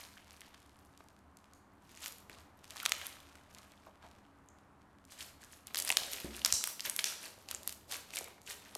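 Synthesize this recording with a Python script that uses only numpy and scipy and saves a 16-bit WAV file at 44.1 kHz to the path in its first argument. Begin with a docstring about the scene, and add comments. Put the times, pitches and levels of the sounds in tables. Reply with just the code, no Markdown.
"""Two hands stretch, fold and squeeze a lump of clear slime full of sequins, close up in a small room.
Trapped air bursts in sharp snaps: noisy clicks ringing small resonances. Sticky film and sequins crackle finely,
as swarms of random bursts that follow the kneading. Air pockets squelch, and one low thump sounds, as sliding
tones; palms rub as dull noise, and two soft thuds are short knocks with a low boom. A noise tail is the room's
echo; coloured noise gives a faint ventilation hum and a low rumble that dips once."""
import sys
import numpy as np
from scipy import signal
from scipy.fft import rfft, irfft
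from scipy.io import wavfile
from scipy.ndimage import uniform_filter1d

SR = 44100
rng = np.random.default_rng(int(sys.argv[2]) if len(sys.argv) > 2 else 0)


def transcribe(u):
    """Save the signal u as a 16-bit wav file named by the first command-line argument.

    u: samples, shape (n,) or (channels, n), limited to [-1, 1]; the rate is SR.
    q: integer samples, one column per channel.
    """
    v = np.clip(np.atleast_2d(u).T, -1, 1)
    q = np.round(v * 32767).astype(np.int16)
    wavfile.write(sys.argv[1], SR, q)


N = 386757
TIME = np.arange(N) / SR


def undb(db):
    """Decibels to gain."""
    return 10 ** (np.asarray(db) / 20)


def unit(x):
    """Scale to an rms of 1."""
    return x / np.sqrt(np.mean(x ** 2))


def add(track, s, sound):
    """Mix a sound into the track at s seconds."""
    i = int(np.clip(s * SR, 0, N - 1))
    track[i:i + len(sound)] += sound[:N - i]


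def colour(x, points):
    """Filter by a spectrum of (Hz, dB) points, joined by straight lines over log frequency."""
    hz, db = np.transpose(points)
    f = np.maximum(np.fft.rfftfreq(len(x), 1 / SR), 1)
    gain = undb(np.interp(np.log(f), np.log(hz), db))
    return irfft(rfft(x) * gain, len(x))


def resonate(x, hz, q):
    """Two-pole resonance with gain 1 at its centre."""
    w = 2 * np.pi * min(hz / SR, .45)
    a = np.sin(w) / (2 * q)
    # the tiny offset keeps silence from slowing the filter
    return signal.lfilter([a, 0, -a], [1 + a, -2 * np.cos(w), 1 - a], x + 1e-18)


def resonate_twice(x, hz, q):
    """Two equal resonances in a row, for steeper skirts."""
    return resonate(resonate(x, hz, q), hz, q)


def walk(rate):
    """Smooth random drift with an rms near 1, heading for a new value rate times a second."""
    k = max(int(SR / rate), 2)
    steps = np.repeat(rng.standard_normal(N // k + 1), k)
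    return unit(uniform_filter1d(steps, k)[:N])


def snaps(tick=0.59, scatter=0.075, scatter_s=0.0021, tick_to_room=0.42):
    """Each film ruptures with a tick and rings its little cavity for a cycle or two; the fingers scatter it."""
    # air bubbles that burst loudly enough to stand out: (time [s], level over a millisecond [dB],
    # ring [Hz], ring Q, share of the ring sent into the room [dB])
    film_bursts = [(0.3079, -47, 4200, .65, -24), (0.4077, -45, 6900, 0.5, -10),
                   (0.417, -43.5, 2340, .8, 0.5), (0.5442, -51, 2600, 0.6, -8),
                   (0.976, -51.5, 4860, 0.44, -1), (1.371, -49.5, 7100, 1, -7),
                   (1.5354, -52, 5300, 0.67, 1.5), (2.0427, -38.5, 2780, 0.52, -13),
                   (2.0605, -31.5, 3270, .3, -26), (2.0806, -40.5, 5800, .4, -19),
                   (2.123, -43, 6900, 0.54, -8), (2.1839, -47, 12000, 0.57, -8),
                   (2.2973, -41, 2057, 0.97, -10), (2.6433, -45.5, 3100, .3, -6),
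                   (2.7068, -39.5, 4770, 0.37, -10), (2.7601, -41, 1200, 0.79, -10),
                   (2.7683, -38, 2400, 0.25, -19), (2.8014, -34, 2800, 1.1, -20),
                   (2.83, -36, 12000, .8, -14), (2.8327, -36.5, 1400, 3.3, -3),
                   (2.8543, -25, 3720, 0.5, -11), (2.8612, -18, 2820, 0.42, -16),
                   (2.8945, -30.5, 8800, 0.37, -17), (2.9203, -17.5, 2900, 0.53, -7.5),
                   (3.0154, -37.5, 1880, 0.54, 3), (3.068, -31.5, 11000, 1, -16),
                   (3.3546, -49, 2300, 0.28, -1), (3.5485, -45, 5144, 0.74, -16),
                   (3.5853, -46.5, 4000, 0.49, -14), (3.72, -52.5, 4200, 0.47, -13),
                   (4.4875, -51.5, 6650, 2.7, -3), (5.0518, -52.5, 6870, .45, -8),
                   (5.1214, -47, 4490, 0.27, 3), (5.2079, -36.5, 3300, 1.1, -15.5),
                   (5.4468, -48, 7800, 0.87, -8), (5.6707, -37.5, 8910, 0.4, -17),
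                   (5.7464, -26.5, 3077, 0.43, -28), (5.7577, -29, 2710, 0.22, -6),
                   (5.771, -27, 4470, 1.7, -25), (5.7772, -31, 12100, 3, -15), (5.7863, -30, 6100, .4, -17),
                   (5.7893, -26, 10600, .6, -22), (5.8006, -26, 6600, 0.51, -22),
                   (5.823, -28.5, 7420, 1.1, -8), (5.8499, -29, 9300, 1.8, -14),
                   (5.8756, -32.5, 3060, 0.21, -16), (5.8808, -31, 7400, 0.74, -16),
                   (5.892, -25, 5770, 0.17, -18), (5.903, -17, 2620, 1.9, -14),
                   (5.9167, -24.5, 8060, 1.48, -5), (5.9244, -26, 2900, .5, -5),
                   (5.97, -15.5, 4050, 1.04, -5.5), (5.9716, -19.5, 4080, 0.14, -5),
                   (6.0343, -31.5, 3716, 1.03, -17.5), (6.1334, -29.5, 5130, 0.32, -20),
                   (6.3656, -37, 9410, 0.59, -10), (6.3935, -39, 5100, .5, -8.5),
                   (6.4175, -36.5, 2894, 1.63, -2), (6.4488, -15, 5140, 1.6, -8),
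                   (6.4595, -21.5, 5036, 0.23, -13), (6.4625, -22, 4030, 0.18, -2.5),
                   (6.5251, -15.5, 6020, 1.35, 4), (6.64, -22.5, 5660, 0.24, -3.5),
                   (6.6741, -27, 11510, 0.49, -1), (6.6744, -34, 1500, 1.4, -7.5),
                   (6.796, -34, 2850, 0.83, -9), (6.806, -29, 4750, 1.1, -8),
                   (6.8977, -23.5, 8186, 1.3, -6), (6.9639, -24.5, 11820, 0.48, -5),
                   (6.9913, -22, 2900, 1.2, -7.5), (6.9944, -27.5, 3950, .55, -10),
                   (7.0425, -20, 4640, .6, 3), (7.4876, -36.5, 3514, 0.84, -2),
                   (7.5125, -28.5, 5780, 0.18, -18), (7.5479, -29, 7100, 2.9, -12),
                   (7.6323, -42.5, 7410, .27, -8), (7.676, -23.5, 11000, .5, -13.5),
                   (7.694, -33, 6480, 0.2, -8), (7.7254, -36.5, 8300, .5, -14),
                   (7.9138, -35.5, 5100, 0.49, -8.5), (7.967, -39, 11890, 0.46, -15),
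                   (8.1062, -43.5, 3292, 0.3, -11.5), (8.1368, -36.5, 2545, 2.52, -7),
                   (8.1497, -40, 7740, 0.54, -12), (8.1587, -31, 9480, 1.62, -16),
                   (8.17, -28.5, 3504, 0.29, -16), (8.188, -29.5, 8370, 0.95, -23),
                   (8.2433, -38.5, 6890, 0.41, -16), (8.417, -51, 7414, 0.48, 3),
                   (8.7518, -31, 6000, .4, -6)]
    near, sent = np.zeros(N), np.zeros(N)
    t = TIME[:512]
    for s, db, hz, q, room_db in film_bursts:
        # a click followed by a short fading hiss
        push = (t == 0) + scatter * rng.standard_normal(len(t)) * np.exp(-t / scatter_s)
        ring = unit(resonate_twice(push, hz, q))
        crack = tick * unit(resonate(push, 4500, 0.3))
        # all the energy of the snap, taken as if it lasted one millisecond
        size = undb(db) * np.sqrt(SR / 1000) / np.linalg.norm(ring + crack)
        add(near, s, size * (ring + crack))
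        add(sent, s, size * undb(room_db) * (ring + tick_to_room * crack))
    return near, sent


def kneading(strand_db=-82, strand_hz=1890, quick_stroke_s=.55):
    """Crackle level (dB), pitch (log2 Hz), haste (0-1): strokes build with time squared, then fall evenly in dB."""
    # strokes of the hands, first slow pulls and squeezes, then hard kneading, then palm to palm:
    # (peak time [s], crackle level [dB], rise [s], time to fall 20 dB [s], typical pitch of the tiny bursts [Hz])
    strokes = [ (0.0, -52, 0.056, 0.16, 3400), (0.351, -63, 0.9, 0.79, 2970), (1.91, -62, 0.17, 0.32, 4070),
               (2.045, -48, .14, 0.1243, 4360), (2.305, -56, 0.022, 0.17, 2230),
               (2.85, -48, 0.33, 0.38, 3160), (3.08, -51, .16, .13, 4400), (3.25, -65.5, 0.22, 0.62, 1696),
               (3.579, -63.5, .25, .55, 3300), (4.04, -67, .25, 0.4, 1398), (5.125, -57, .07, 0.09, 4370),
               (5.215, -47.5, 0.091, 0.11, 4098), (5.429, -55, 0.048, .07, 3833),
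               (5.54, -60, 0.078, 0.08, 6090), (5.68, -56, 0.029, 0.1, 2800), (5.785, -42, .075, .15, 5288),
               (5.905, -42, .15, .06, 3900), (5.99, -45, 0.051, 0.3, 4800), (6.13, -44, 0.094, 0.28, 4370),
               (6.36, -49, 0.081, 0.1, 3860), (6.46, -46, 0.049, 0.23, 4550), (6.69, -49, .18, 0.07, 4975),
               (6.86, -45, 0.094, .11, 4300), (6.995, -46, 0.02, .06, 4160), (7.05, -46, .04, 0.17, 4630),
               (7.25, -47.5, .12, 0.09, 3915), (7.43, -63, 0.079, 0.2, 3524), (7.5, -50, .04, .16, 4173),
               (7.68, -53, 0.087, 0.13, 5160), (7.93, -42, .07, 0.07, 4796), (8.18, -46, 0.13, 0.1, 4693),
               (8.28, -63, .2, 0.1, 1509), (8.507, -40, 0.062, 0.05, 4770), (8.68, -58, .2, .4, 2704)]
    # slime that hangs still goes on crackling faintly
    power = np.full(N, undb(strand_db) ** 2)
    # pitch and haste are averages weighted by the power of each stroke
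    pitch, haste = power * np.log2(strand_hz), np.zeros(N)
    for s, db, rise, fall, hz in strokes:
        now = (TIME > s - rise) & (TIME < s + 3 * fall)
        age = TIME[now] - s
        swell = np.minimum(1 + age / rise, 1) ** 2
        stroke = undb(db) * swell * undb(-20 * np.maximum(age, 0) / fall)
        power[now] += stroke ** 2
        pitch[now] += stroke ** 2 * np.log2(hz)
        # short strokes smear into a fine rustle; longer pulls tick sparsely
        haste[now] += stroke ** 2 / (1 + ((rise + fall) / quick_stroke_s) ** 2)
    return 10 * np.log10(power), pitch / power, haste / power


def swarm(rate, pitch, octaves, q, spread_db, count):
    """Random bursts, rate a second, in cavities spread around a pitch (log2 Hz); most are faint, a few stand out."""
    cavities = np.geomspace(520, 13000, count)
    at = np.flatnonzero(rng.random(N) < rate / SR)
    chance = rng.random((len(at), 3))
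    strength = unit(undb(spread_db * np.minimum(-np.log(chance[:, 0]), 4)))
    sign = np.sign(chance[:, 1] - .5)
    # dense bursts are made smaller, so that density alone does not raise the level
    size = strength * sign / np.sqrt(rate[at] / SR)
    # cavities near the pitch are the likeliest to be chosen
    distance = np.log2(cavities)[:, None] - pitch[at]
    odds = np.cumsum(np.exp(-.5 * (distance / octaves) ** 2), axis=0)
    chosen = (odds < chance[:, 2] * odds[-1]).sum(axis=0)
    click = 1. * (TIME[:SR // 10] == 0)
    out = np.zeros(N)
    for k, hz in enumerate(cavities):
        bursts = np.bincount(at[chosen == k], size[chosen == k], N)
        out += resonate(bursts, hz, q) / np.linalg.norm(resonate(click, hz, q))
    return out


def crackle(flutter_db=2.5, fizz_db=-3.5, bubble_db=-4.0, tick_db=-8.5, tick_db_per_octave=5,
            pop_db=-27.0, pop_follow=0.67, pop_haste_db=-4):
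    """Sticky threads fizz, wet bubbles ring, sequins tick, blisters pop; hard, quick kneading packs them closer."""
    db, pitch, haste = kneading()
    # effort is 0 in a slow stretch and passes 1 in the hardest squeezes
    effort = np.clip((db + 64) / 20, 0, 1.2) ** 2
    moving = np.clip((db + 82) / 16, 0, 1)
    fizz = swarm(400 + 2200 * haste + 1400 * effort, pitch, octaves=1.08, q=1.8, spread_db=3.5, count=13)
    bubbles = swarm(80 + 350 * haste + 500 * effort, pitch - .25, octaves=.75, q=6, spread_db=4.5, count=32)
    sequin_pitch = np.full(N, np.log2(10500))
    sequins = swarm(50 + 300 * haste + 300 * effort, sequin_pitch, octaves=.5, q=4, spread_db=5.0, count=13)
    pops = swarm(8 + 24 * moving + 40 * effort, pitch + .5, octaves=.7, q=.8, spread_db=2.5, count=8)
    # dull, wet strokes stir the sequins less
    stirred_db = tick_db + tick_db_per_octave * (pitch - np.log2(4000))
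    fine = undb(fizz_db) * fizz + undb(bubble_db) * bubbles + undb(stirred_db) * sequins
    # the slime sticks and gives, so the fine crackle comes in clumps
    clumps = undb(db + flutter_db * walk(60)) * fine
    return clumps + undb(pop_db + pop_haste_db * haste + pop_follow * db) * pops


def squelches(flutter_hz=170):
    """A widening air pocket's note slides down, broken up by a fluttering wet rim; a low thump slides likewise."""
    # air pockets that open and fall in pitch, and one soft low thump near 6.53 s:
    # (time [s], level [dB], start pitch [Hz], end pitch [Hz], length [s], roughness [0-1, more counts as 1])
    sliding_notes = [(0.168, -48, 2000, 1440, 0.007, 0.56), (1.005, -44, 1480, 790, 0.0033, 0.5),
                     (3.862, -49.5, 990, 752, 0.019, 0.64), (4.032, -48, 1161, 800, 0.022, 0.6),
                     (5.902, -28.5, 1463, 653, 0.0037, 0.42), (6.018, -37.5, 990, 659.5, 0.005, 0.56),
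                     (6.071, -50, 680, 545.7, 0.016, 0.24), (6.127, -52, 452, 385, 0.031, 0.51),
                     (6.534, -42.5, 128.6, 56.5, 0.0083, 0), (6.864, -53, 2433, 1618, 0.014, 0.8),
                     (6.868, -46.5, 894, 412, 0.014, 0.67), (7.257, -43, 2240, 1695, 0.0081, 1.07),
                     (7.373, -49, 905, 504, 0.0073, 0.68), (7.927, -41.5, 894, 669.3, 0.0085, 0.46),
                     (8.209, -38.5, 1409, 290, 0.0051, 0.2), (8.276, -47, 1607, 800, 0.0063, 0.44),
                     (8.311, -53, 790, 328.7, 0.0035, 0.35), (8.379, -51.5, 1699, 910, 0.0062, 0.8),
                     (8.754, -40, 1780, 276, 0.0066, 0.2)]
    out = np.zeros(N)
    t = TIME[:SR // 5]
    for s, db, start_hz, end_hz, length, rough in sliding_notes:
        age, rough = t / length, np.clip(rough, 0, 1)
        hz = end_hz + (start_hz - end_hz) * np.exp(-2 * age)
        tone = np.sin(2 * np.pi * np.cumsum(hz) / SR)
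        flutter = unit(resonate(rng.standard_normal(len(t)), flutter_hz, 0.78))
        rim = 1 - rough + rough * flutter
        # rises to 1 at half the length, then fades
        swell = (2 * age * np.exp(1 - 2 * age)) ** 1.2
        add(out, s, undb(db) * swell * rim * tone)
    return out


def palms(from_s=5.7, rub_db=-39, rub_follow=0.52, rub_hz=480, rub_q=.7, flutter_db=4):
    """Skin dragging on the lump, pressed between the palms from from_s on, adds a soft, dull rub to the kneading."""
    db = kneading()[0]
    rub = unit(resonate_twice(rng.standard_normal(N), rub_hz, rub_q))
    level = undb(rub_db + rub_follow * db + flutter_db * walk(45))
    return rub * level * (TIME > from_s)


def thuds(contact_s=0.005, slap=0.39, slap_hz=300, slap_q=1.0, slap_s=.014, boom_rise_s=0.0087):
    """A soft blow gives a dull knock with a brief fleshy slap and sets the low modes of the room booming."""
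    # soft thuds of the hands and the lump: (time [s], level [dB], knock pitch [Hz], relative boom level [dB])
    blows = [(2.298, -47, 264, -14), (6.2458, -32, 220.4, -9)]
    # low modes of the room: (pitch [Hz], relative level [dB], time to fall 60 dB [s])
    room_modes = [(64.2, -0.5, 0.71), (222, -3, .65), (287, -7.5, 0.65), (339.4, -10.5, 0.45),
                  (409, -15, 0.27)]
    out = np.zeros(N)
    t = TIME[:SR]
    for s, db, hz, boom_db in blows:
        knock = np.sin(2 * np.pi * hz * t) * np.exp(-t / contact_s)
        flesh = unit(resonate_twice(rng.standard_normal(len(t)), slap_hz, slap_q)) * np.exp(-t / slap_s)
        boom = np.zeros(len(t))
        for mode_hz, mode_db, t60 in room_modes:
            phase = rng.uniform(0, 2 * np.pi)
            boom += undb(mode_db - 60 * t / t60) * np.sin(2 * np.pi * mode_hz * t + phase)
        boom *= (1 - np.exp(-t / boom_rise_s)) / 2
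        add(out, s, undb(db) * (knock + slap * flesh + undb(boom_db) * boom))
    return out


def room(x, t60_s=0.57, treble_t60_s=0.44, delay_s=.0115, treble_hz=7000):
    """After a short gap the walls return a diffuse tail whose treble dies first."""
    # colour of the room's echo: (frequency [Hz], relative level [dB])
    wall_colour = [(100, -7), (300, 11.5), (700, 8), (1500, -0.5), (3000, -0.5), (6000, 0.5), (10000, 2),
                   (15000, 5)]
    t = TIME[:SR]
    noise = colour(rng.standard_normal(len(t)), wall_colour)
    low = signal.sosfilt(signal.butter(2, treble_hz, fs=SR, output="sos"), noise)
    tail = low * undb(-60 * t / t60_s) + (noise - low) * undb(-60 * t / treble_t60_s)
    tail *= t > delay_s
    return signal.fftconvolve(x, tail / np.linalg.norm(tail))[:N]


def ventilation(level_db=-65, waver_db=0.62):
    """Moving air as a dull rush of noise, wavering slightly, with low drones of narrow noise."""
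    # spectrum of the rush: (frequency [Hz], relative level per Hz [dB])
    rush_colour = [(30, -13), (100, -3.5), (150, -3), (250, -3), (350, -4.5), (480, -10), (700, -6),
                   (1100, -6), (1600, -12), (2500, -22.5), (5000, -33.5), (9000, -33.5), (14000, -41)]
    # narrow drones in it: (pitch [Hz], half the width of each of two resonances [Hz], rms level [dB])
    drones = [(202.4, 9.9, -74.5), (281.3, 9.1, -74.5)]
    rush = unit(colour(rng.standard_normal(N), rush_colour))
    rush *= undb(level_db + waver_db * walk(3.23))
    for hz, half_width, db in drones:
        drone = resonate_twice(rng.standard_normal(N), hz, hz / half_width / 2)
        rush += undb(db) * unit(drone)
    return rush


def rumble(level_db=-69.3, dip_db=-9, dip_s=6.93, dip_length_s=.76):
    """A faint, steady low rumble, droning at one low pitch, that dips once."""
    # spectrum of the rumble: (frequency [Hz], relative level per Hz [dB])
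    rumble_colour = [(20, -18), (50, -10.5), (62, -12), (74, 3.5), (88, -6), (110, -9), (160, -24.5),
                     (600, -49)]
    # flat-bottomed dip centred on dip_s
    dip = np.exp(-(2 * (TIME - dip_s) / dip_length_s) ** 6)
    return unit(colour(rng.standard_normal(N), rumble_colour)) * undb(level_db + dip_db * dip)


def scene(crackle_room_db=-4, squelch_room_db=-10):
    """The slime close up, its echo, and the air of the room."""
    bursts, sent = snaps()
    fine = crackle()
    wet = squelches() + thuds() + palms()
    echo = room(sent + undb(crackle_room_db) * fine + undb(squelch_room_db) * wet)
    return (bursts + fine + wet + echo + ventilation() + rumble())[None]


def record(dry, shelf_hz=14000, top_hz=16000):
    """Dull the treble from about shelf_hz up and cut steeply above top_hz."""
    dull = colour(dry[0], [(shelf_hz - 300, 0), (shelf_hz + 200, -15)])
    return signal.sosfilt(signal.ellip(8, .2, 70, top_hz, fs=SR, output="sos"), dull)[None]


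dry = scene()
out = record(dry)
transcribe(out)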